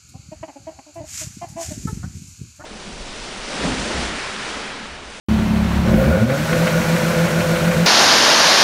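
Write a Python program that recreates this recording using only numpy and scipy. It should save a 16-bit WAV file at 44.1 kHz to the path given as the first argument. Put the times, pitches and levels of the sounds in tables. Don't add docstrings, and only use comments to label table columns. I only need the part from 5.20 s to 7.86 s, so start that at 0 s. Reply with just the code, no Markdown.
import sys
import numpy as np
from scipy import signal
from scipy.fft import rfft, irfft, next_fast_len
from scipy.io import wavfile
from scipy.ndimage import uniform_filter1d

SR = 44100
rng = np.random.default_rng(int(sys.argv[2]) if len(sys.argv) > 2 else 0)


def persist_wave(psi):
    counts = np.round(np.clip(psi, -1, 1) * 32767).astype(np.int16)
    wavfile.write(sys.argv[1], SR, np.atleast_2d(counts).T)


def invert_db(x):
    u = np.asarray(x, float) / 20
    return 10 ** u


N = 117306

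# (time [s], firing rate [Hz], firing strength [dB], pipe roar [dB], clatter [dB])
ENGINE_RUN = [(.09, 35.97, -26, -47, -38), (.4, 35.55, -27, -66, -39), (.47, 34.86, -30, -49.5, -39),
              (0.551, 35.31, -27.5, -64, -37), (0.646, 35.11, -26.5, -33.5, -38.5),
              (0.689, 40, -23.5, -31.5, -36), (.755, 51.96, -16.5, -26, -38.5),
              (0.811, 60.97, -24, -26, -37.5), (0.865, 71.57, -16, -26, -38),
              (0.931, 85.2, -22.5, -22, -39), (1.019, 112.7, -14.5, -25, -38.5),
              (1.07, 123.7, -22.5, -30.5, -40.5), (1.107, 132.7, -17.5, -19, -37),
              (1.182, 145.4, -19, -30.5, -35), (1.262, 162, -16.5, -29, -34),
              (1.33, 170, -13, -23.5, -33.5), (1.422, 171, -15.5, -24.5, -32.5),
              (2.66, 171, -17, -24.5, -33)]
# (centre time [s], length [s], level [dB])
LIMITER_BURSTS = [
    (1.304, .05, -2),
    (1.406, 0.079, -1),
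    (1.554, 0.073, 0),
    (1.709, .08, -0.5),
    (1.862, 0.091, -1.5),
    (2.007, 0.08, 0),
    (2.157, .07, 0),
    (2.301, .075, -2),
    (2.453, 0.1, -0.5),
    (2.595, .08, 0.5),
]
# (frequency [Hz], width [Hz], level [dB])
PIPE_MODES = [(53.3, 5.3, -4), (75.6, 6.9, 5.5), (122.6, 25, 4), (177.7, 23.7, 10), (215.4, 9.6, 14),
              (290, 8.3, -4), (345.2, 37, -13.5), (370.5, 72, -8), (509, 12, 6), (544, 9.9, 8.5),
              (543, 45, -5), (623, 20, -4.5)]
# (frequency [Hz], width [Hz], level [dB])
ROAR_MODES = [(541.5, 21, 10.5), (566.6, 54, 5), (640, 53, 1.5), (497, 75, 3.5), (798, 150, -15),
              (1080, 30, -24.5), (1130, 51, -11), (1453, 72, 0), (2356, 220, -13)]
# (frequency [Hz], width [Hz], level re firing strength [dB])
RUMBLE_MODES = [(50.5, 43, -22.5), (69.4, 54, -9.5), (124.3, 37, -4.5), (173, 36, -7.5), (224.4, 12, -1),
                (324, 37, -10.5), (394, 41, -13.5)]
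# (time [s], level [dB])
RASP_EVENTS = [(.74, -27.5), (.84, -31), (.889, -42), (.98, -40), (1.101, -31), (1.331, -20), (1.474, -19),
               (1.62, -24), (1.765, -21.5), (1.946, -28), (2.07, -25), (2.209, -24), (2.36, -22),
               (2.514, -24)]
# (frequency [Hz], density [dB per Hz])
IDLE_CLATTER = [(150, -43), (250, -4), (297, -30.5), (574, -13), (771, -15), (1030, -16.5), (1370, -18.5),
                (2730, -23.5), (15700, -50.5)]
# (frequency [Hz], density [dB per Hz])
FAST_CLATTER = [(410, -60), (700, -4.5), (1260, -5), (1490, -2.5), (1830, -6), (2320, -7), (2890, -11.5),
                (6310, -17.5), (15700, -31)]
# (frequency [Hz], gain [dB])
MIC_RESPONSE = [(3600, -0.5), (4300, 1), (4950, -1.5), (5600, 1), (9600, 1), (10500, 0), (11400, 3),
                (15000, 3)]

T = np.arange(N) / SR


def engine_run():
    limit_s, edge_s = 1.3, .035
    bounce_hz, bounce_lag_s, jitter = 3.5, .035, .003
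    times, *columns = np.transpose(ENGINE_RUN)
    rate, fire_db, roar_db, clatter_db = (np.interp(T, times, column) for column in columns)
    fuel_on = np.zeros(N)
    for centre, length, db in LIMITER_BURSTS:
        fuel_on += invert_db(db) * np.clip((length / 2 - abs(T - centre)) / edge_s + .5, 0, 1)
    before_limit = np.clip((limit_s - .04 - T) / edge_s, 0, 1)
    fuel_on = np.maximum(fuel_on, before_limit)
    lagged = uniform_filter1d(np.interp(T - bounce_lag_s, T, fuel_on), size=SR // 25)
    rate = (rate - bounce_hz * (1 - lagged)) * (1 + jitter * drift(30))
    return rate, np.cumsum(rate) / SR, fuel_on, fire_db, roar_db, clatter_db


def firing_orders(rate, turns, fuel_on, fire_db, roar_db):
    catch_hz, catch_s, cut_db = 9, .04, -15
    pulse_db_per_oct, uneven_db, sub_db = -4, -19, -6.5
    upper_hz, upper_db = 393, 5.5
    muffler_hz, muffler_width_hz, muffler_db = 332, 84, -4.5
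    wobble_db, settled = 3, .3
    phase = rng.random(64)
    caught = uniform_filter1d(np.interp(T - catch_s, T, fuel_on), size=SR // 20)
    slip = np.cumsum(catch_hz * (1 - caught)) / SR
    steady = 1 - (1 - settled) * np.clip((rate - 50) / 50, 0, 1)
    tones = np.zeros(N)
    for k in range(1, 64):
        order, whole = k / 4, k % 4 == 0
        hz = order * rate
        upper = np.clip((hz - upper_hz) / 60 + .5, 0, 1)
        db = fire_db + upper * (roar_db + upper_db - fire_db)
        if not whole:
            db = db + uneven_db + sub_db * (k < 4)
        wobble = wobble_db * (steady if whole and k != 8 else 1)
        db = db + pulse_db_per_oct * np.log2(hz / 100) + wobble * drift(20 + k)
        db = db + muffler_db * np.exp(-((hz - muffler_hz) / muffler_width_hz) ** 2)
        cycles = order * turns + phase[k]
        fuel = 1
        if k == 4:
            cycles = cycles - slip
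            fuel = invert_db(cut_db) + (1 - invert_db(cut_db)) * fuel_on
        fade = np.clip((900 - hz) / 100, 0, 1)
        tones += fuel * fade * invert_db(db) * np.cos(2 * np.pi * cycles)
    return pipe(tones, PIPE_MODES, flip=0.99)


def exhaust_roar(turns, roar_db):
    puff = .5 + np.exp(-(turns % 1) / 0.17)
    puffs = evened(puff * rng.standard_normal(N))
    return invert_db(roar_db) * evened(pipe(puffs, ROAR_MODES))


def rasps():
    rasp_s, rasp_hz = .006, 1900
    shape = np.zeros(N)
    for start, db in RASP_EVENTS:
        length = rasp_s * np.where(T > start, 1.6, .6)
        shape += invert_db(db) * np.exp(-((T - start) / length) ** 2)
    band = signal.butter(3, [rasp_hz * 0.58, rasp_hz * 1.464], "bandpass", fs=SR, output="sos")
    grains = rng.standard_normal(N) * invert_db(2.5 * drift(600))
    return shape * evened(signal.sosfilt(band, grains))


def howl():
    howl_hz, howl_db, start_s, end_s = 533, -23, 0.757, 1.195
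    gate = np.clip((T - start_s) / 0.064, 0, 1) * np.clip((end_s - T) / 0.24, 0, 1)
    cycles = np.cumsum(howl_hz * (1 + .008 * drift(40))) / SR
    return gate * invert_db(howl_db + 1.9 * drift(55)) * np.sqrt(2) * np.cos(2 * np.pi * cycles)


def clatter(rate, clatter_db):
    frames, hz = N // 128 + 5, np.fft.rfftfreq(512, 1 / SR)
    real, imag, patches = rng.standard_normal((frames, 257, 3)).T
    patches = uniform_filter1d(patches, size=6, axis=0)
    patches = evened(uniform_filter1d(patches, size=8, axis=1))
    at = np.clip(np.arange(frames) * 128, 0, N - 1)
    fast = np.clip((rate[at] - 35) / 130, 0, 1)

    def levelled(points):
        db = read(points, hz)
        return (db - 10 * np.log10(np.sum(invert_db(2 * db[hz > 2500]))))[:, None]

    db = levelled(IDLE_CLATTER) * (1 - fast) + levelled(FAST_CLATTER) * fast
    db = db + 0.76 * patches + 0.38 * drift(33)[at]
    noise = signal.istft((real + 1j * imag) * invert_db(db), nperseg=512, noverlap=384)[1][:N]
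    return invert_db(clatter_db + 3.5) * noise


def intake():
    open_s, rise_s, shut_s, fall_s = .66, .1, .97, .2
    gate = np.clip((T - open_s) / rise_s, 0, 1) * np.clip((shut_s - T) / fall_s + .5, 0, 1)
    high = signal.butter(2, 7000, "highpass", fs=SR, output="sos")
    air = evened(signal.sosfilt(high, rng.standard_normal(N)))
    return invert_db(-44.5 + 1.4 * drift(40)) * gate * air


def rumble(rate, fire_db):
    db = 3.5 + fire_db - 5 * np.log2(rate / 70)
    return invert_db(db) * pipe(10 * rng.standard_normal(N), RUMBLE_MODES)


def pipe(x, modes, flip=-1):
    out = np.zeros(N)
    for k, (hz, width, db) in enumerate(modes):
        r = np.exp(-np.pi * width / SR)
        ring = signal.lfilter([1 - r], [1, -r * np.exp(2j * np.pi * hz / SR)], x)
        out += flip ** k * invert_db(db) * 2 * ring.real
    return out


def drift(rate_hz):
    size = max(int(SR / rate_hz), 2)
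    smooth = uniform_filter1d(rng.standard_normal(N), size)
    return evened(uniform_filter1d(smooth, size))


def evened(x):
    return x / np.sqrt(np.mean(x ** 2) + 1e-20)


def read(points, hz):
    f, value = np.transpose(points)
    return np.interp(np.log(hz + 1), np.log(f + 1), value)


def scene():
    rate, turns, fuel_on, fire_db, roar_db, clatter_db = engine_run()
    exhaust = firing_orders(rate, turns, fuel_on, fire_db, roar_db) + exhaust_roar(turns, roar_db)
    mechanical = clatter(rate, clatter_db) + rumble(rate, fire_db)
    return (exhaust + rasps() + howl() + mechanical + intake())[None]


def roll_off(x):
    return signal.sosfilt(signal.butter(12, 15860, fs=SR, output="sos"), x)


def record(dry):
    start_s, edge_hz = .0845, 15730
    begun = dry * np.clip((T - start_s) / 0.0022, 0, 1)
    low_cut = signal.butter(5, 41, "highpass", fs=SR, output="sos")
    low = signal.sosfilt(low_cut, begun)
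    size = next_fast_len(N + 4096)
    hz = np.fft.rfftfreq(size, 1 / SR)
    edge_db = -70 * np.clip((hz - edge_hz) / 120, 0, 1)
    gain = invert_db(read(MIC_RESPONSE, hz) + edge_db)
    mix = irfft(rfft(low, size) * gain, size)[:, :N]
    return roll_off(mix)


dry = scene()
out = record(dry)
persist_wave(out)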